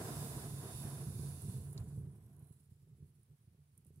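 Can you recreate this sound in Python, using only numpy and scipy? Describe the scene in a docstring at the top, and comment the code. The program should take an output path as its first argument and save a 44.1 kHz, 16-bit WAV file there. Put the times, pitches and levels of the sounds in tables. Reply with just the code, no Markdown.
"""A jet of air is driven into burning paper and kindling in a stove: it hisses in the embers and the
flames roar. The microphone is close to the opening, and its right port rings in the high treble.
Puffs of flame boom in the firebox as the air weakens, then stops after about two seconds.
The roar dies away, the flames sink to a soft flutter, and a few crackles spit over a faint sizzle."""
import sys
import numpy as np
from scipy import signal
from scipy.fft import rfft, irfft, next_fast_len
from scipy.io import wavfile
from scipy.ndimage import uniform_filter1d, map_coordinates

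SR = 44100
rng = np.random.default_rng(int(sys.argv[2]) if len(sys.argv) > 2 else 0)


def transcribe(signal):
    """Save signal, clipped to [-1, 1], as a 16-bit WAV file at the path in sys.argv[1]."""
    frames = np.atleast_2d(signal).T
    limited = np.clip(frames, -1, 1)
    pcm = np.round(limited * 32767).astype(np.int16)
    wavfile.write(sys.argv[1], SR, pcm)


N = 176400


def amp(db):
    return 10 ** (np.asarray(db) / 20)


def unit(x):
    return x / np.sqrt(np.mean(x ** 2) + 1e-20)


def along(points, hz):
    """Read (frequency [Hz], value) points on a log frequency axis."""
    freqs, values = np.transpose(points)
    return np.interp(np.log(hz + 1), np.log(freqs + 1), values)


def curve(rows):
    """One value per sample from (time [s], value) rows."""
    return np.interp(np.arange(N) / SR, *np.transpose(rows))


def wobble(rate):
    """A smooth random curve, rate knots a second."""
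    return map_coordinates(rng.standard_normal(4000), [np.arange(N) * rate / SR], mode="wrap")


def filtered(x, response):
    """Shape x with a complex frequency response."""
    size = next_fast_len(N + SR // 2)
    return irfft(rfft(x, size) * response(np.fft.rfftfreq(size, 1 / SR)), size)[..., :N]


def patchy(x, depth_db):
    """Narrow bands swell and fade at random."""
    bands = signal.stft(x, nperseg=512)[2]
    swell = uniform_filter1d(rng.standard_normal(bands.shape[1:]), size=4, axis=0)  # across frequency
    swell = uniform_filter1d(swell, size=50, axis=1)  # across time
    return signal.istft(bands * amp(depth_db * unit(swell)), nperseg=512)[1][:, :N]


def pops(rate, spread_db):
    """Impulses at random times, rate a second, of scattered size."""
    return (rng.random(N) < rate / SR) * amp(spread_db * np.clip(rng.standard_normal(N), -2, 2))


def burst(start, t60, attack):
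    """An envelope with a quick rise and an exponential fall; all times in seconds."""
    age = np.maximum(np.arange(N) / SR - start, 0)
    return (1 - np.exp(-age / attack)) * amp(-60 * age / t60)


def rush(spectrum):
    """Stereo noise from the stove's opening as the two ports receive it, rms 1 in the middle."""
    # stereo image ahead of the port colours (frequency [Hz], left-right correlation [-1..1])
    likeness = [(100, 1), (400, 0.9), (1000, 0.62), (2000, -0.55), (4000, -0.15), (15000, 0.1)]
    # colour of the path to the left port (frequency [Hz], gain [dB])
    left_eq = [(600, 1.5), (1000, -6), (1250, -5), (1600, 0.5), (2150, 1), (2520, -18.5), (2950, 0.5),
               (7300, 4.5), (8400, 0.5), (9500, 6), (11200, -5), (15500, -2)]
    # colour of the path to the right port (frequency [Hz], gain [dB])
    right_eq = [(500, 1.5), (610, 9), (720, -3), (850, -12), (990, 3), (1170, -5), (1650, -3.5),
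                (2500, 1.5), (7000, 5.5), (8800, 8.5), (10150, 13.5), (15500, 4.5)]

    def mid_side(hz):
        angle = np.arccos(np.clip(along(likeness, hz), -1, 1)) / 2
        return amp(along(spectrum, hz)) * [np.cos(angle), np.sin(angle)]

    mid, side = filtered(rng.standard_normal((2, N)), mid_side)
    pair = np.array([mid + side, mid - side])
    pair = filtered(pair, lambda hz: amp([along(left_eq, hz), along(right_eq, hz)]))
    return pair / pair.mean(0).std()


def room_tone(level_db=-83):
    """Faint even hiss of the room and the microphone."""
    # colour of the noise bed (frequency [Hz], level [dB])
    colour = [(30, 16.7), (200, 5), (700, 9.3), (2000, 5.1), (7000, 0.23), (15500, 1.4)]
    bed = filtered(rng.standard_normal((2, N)), lambda hz: amp(along(colour, hz)))
    return amp(level_db) * unit(bed)


def crackles(snap_s=1.7772, snap_db=-52):
    """Sharp spits, one snapping twig and a faint sizzle of tiny ticks,
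    with thin high bands that swell and fade at random."""
    # single spits of the fire (time [s], level [dB], 60 dB decay [s])
    spit_cues = [(1.289, -53, .02), (1.418, -50.5, 0.038), (1.7291, -51, 0.022), (2.365, -66, .02),
                 (2.393, -66, 0.03), (3.231, -71.5, .033), (3.777, -56, .022), (3.848, -63.5, .015),
                 (3.866, -64.5, 0.023), (3.958, -66.5, 0.021)]
    # bright colour of a spit (frequency [Hz], level [dB])
    spit_colour = [(2500, -31), (7000, -6.5), (9800, 9), (15500, -6)]
    # envelope of the sizzle (time [s], level [dB])
    sizzle_level = [(1.8, -68), (2.1, -76.5), (2.5, -74.5), (2.9, -83.5), (3.3, -82), (3.7, -88.5),
                    (3.82, -77), (4, -83.5)]
    # colour of the sizzle (frequency [Hz], level [dB])
    sizzle_colour = [(1000, -13), (6500, -13.5), (8300, -5.5), (10200, -5.5), (12000, -7.5), (15500, -13)]
    # colour of the breaking twig (frequency [Hz], level [dB])
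    snap_colour = [(3600, -15), (4100, 3), (5200, -5), (6000, -17), (7200, -7), (8200, -26)]
    spits = sum(amp(db) * burst(start, t60, attack=0.00022) for start, db, t60 in spit_cues)
    ticks = signal.fftconvolve(pops(rate=970, spread_db=7.0), burst(0, t60=0.064, attack=0.00015))[:N]
    sizzle = unit(ticks) * amp(curve(sizzle_level)) * unit(patchy(rush(sizzle_colour), depth_db=4.5))
    snap = amp(snap_db) * burst(snap_s, t60=0.029, attack=0.00038)
    return spits * rush(spit_colour) + sizzle + snap * rush(snap_colour)


def firebox(pressure):
    """Pressure pulses ring the hollow of the stove."""
    # cavity resonances (frequency [Hz], bandwidth [Hz], gain [dB])
    modes = [(87.5, 9.6, -1.5), (114, 24, 1), (138.25, 9.1, 5.5), (350, 72, -14.5), (412, 36, -15),
             (736, 180, -27)]
    return filtered(pressure, lambda hz: sum(
        amp(db) * 1j * hz * width / (centre ** 2 - hz ** 2 + 1j * hz * width)
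        for centre, width, db in modes))


def flame_rumble(flicker_db=2.0, push_width_s=0.00088, left_db=-2.5, left_lag_s=0.00016):
    """Many soft flicks of flame and larger puffs boom in the firebox, later at the left port."""
    # envelope of the fluttering flames (time [s], level [dB])
    flame_level = [(0, -44), (.76, -47.5), (1.22, -40.5), (1.31, -44.5), (1.43, -44), (1.6, -43.5),
                   (2.03, -45.5), (2.11, -52), (2.5, -59), (2.62, -64.5), (3.04, -57), (3.15, -66.5),
                   (3.33, -64.5), (3.41, -66.5), (3.56, -64), (3.66, -72.5), (3.8, -63), (4, -62.5)]
    # puffs of flame; a shorter push sounds brighter (time [s], level [dB], push width [s])
    puff_cues = [(0.849, -31, 0.0012), (1.084, -29, 0.0014), (1.195, -30, 0.00094), (1.243, -39.5, 0.00052),
                 (1.805, -25.5, 0.0027), (1.976, -36, 0.00084), (2.07, -42, 0.00099), (2.426, -44, 0.00095),
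                 (2.508, -44, 0.00096), (2.72, -46.5, 0.0012), (2.874, -59, 0.00049), (2.95, -59, .0006),
                 (3.026, -42.5, 0.0011), (3.477, -50, 0.0012), (3.547, -59, 0.00055),
                 (3.858, -60.5, 0.00045), (3.906, -51, 0.00065)]

    def push(at, width):
        return np.exp(-((np.arange(N) / SR - at) / width) ** 2) / width

    flicks = pops(rate=400, spread_db=3.0) * np.sign(rng.standard_normal(N))
    flicks *= amp(flicker_db * wobble(22.23))
    flicks = filtered(flicks, lambda hz: np.exp(-(np.pi * hz * push_width_s) ** 2))  # soften each click
    flutter = flicks / firebox(flicks).std() * amp(curve(flame_level))
    boom_peak = np.abs(firebox(push(1, push_width_s))).max()
    puffs = sum(amp(db) * push(at, width) for at, db, width in puff_cues) / boom_peak
    right = firebox(flutter - puffs)
    left = amp(left_db) * filtered(right, lambda hz: np.exp(-2j * np.pi * hz * left_lag_s))
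    return np.array([left, right])


def flame_roar(flutter_db=1.5):
    """Fanned flames tear and flutter, then die away."""
    # surges of the turbulence (time [s], level [dB])
    level = [(0, -49), (.3, -53), (.42, -51.5), (.56, -61.5), (.66, -53), (.79, -60), (.85, -53),
             (1.0, -57), (1.15, -64.5), (1.23, -60.5), (1.4, -65), (1.72, -69.5), (1.79, -62.5),
             (1.86, -70.5), (2.2, -77), (2.48, -76.5), (2.7, -100)]
    # low, full body of the roar (frequency [Hz], level [dB])
    colour = [(80, -26.5), (160, 9), (235, 3), (300, 3), (440, 3.5), (580, -9.5), (700, 3.5), (1000, 0),
              (1500, -4.5), (2200, -13.5), (4000, -23.5), (9000, -60)]
    return rush(colour) * amp(curve(level) + flutter_db * wobble(70))


def air_jet(flutter_db=1.3, shrill_half_width_hz=770, waver_hz=109.7):
    """Broad wavering hiss of the air in the embers, with a shrill band at the right port."""
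    # envelope of the jet (time [s], level [dB])
    level = [(0, -58), (.08, -55.5), (.42, -56), (.55, -59), (.9, -60), (1.2, -63), (1.56, -63.5),
             (1.64, -69.5), (1.72, -80), (1.95, -77.5), (2.1, -100)]
    # colour of the broad hiss (frequency [Hz], level [dB])
    colour = [(300, -49), (1500, -9.5), (2600, 5.5), (3300, -5), (3590, 9.5), (3800, 2.5), (5000, 4),
              (6000, 1), (8000, 4.5), (15500, -1)]
    # centre of the shrill band, drifting with the jet (time [s], frequency [Hz])
    shrill_pitch = [(0, 9900), (.4, 9500), (.65, 10200), (.87, 10500), (1.4, 10040)]
    # shrill band relative to the broad hiss (time [s], level [dB])
    shrill_level = [(0, -3.5), (.8, 5.5), (1.6, 4.5)]
    band = unit(filtered(rng.standard_normal(N), lambda hz: 1 / (1 + (hz / shrill_half_width_hz) ** 2)))
    pitch = curve(shrill_pitch) + waver_hz * wobble(12)
    carrier = np.sqrt(2) * np.sin(2 * np.pi * np.cumsum(pitch) / SR)
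    shrill = band * carrier * amp(curve(shrill_level))  # lifts the noise band up to that pitch
    left, right = patchy(rush(colour), depth_db=1.34)
    return np.array([left, right + shrill]) * amp(curve(level) + flutter_db * wobble(12.52))


def scene():
    """Air, flames and crackles over the room tone."""
    return air_jet() + flame_roar() + flame_rumble() + crackles() + room_tone()


def record(dry, low_cut_hz=55, top_hz=15780):
    """A low cut thins the deep bass, and a brick-wall filter takes off the highest treble."""
    thinned = signal.sosfilt(signal.butter(2, low_cut_hz, "high", fs=SR, output="sos"), dry)
    return filtered(thinned, lambda hz: hz < top_hz)


dry = scene()
out = record(dry)
transcribe(out)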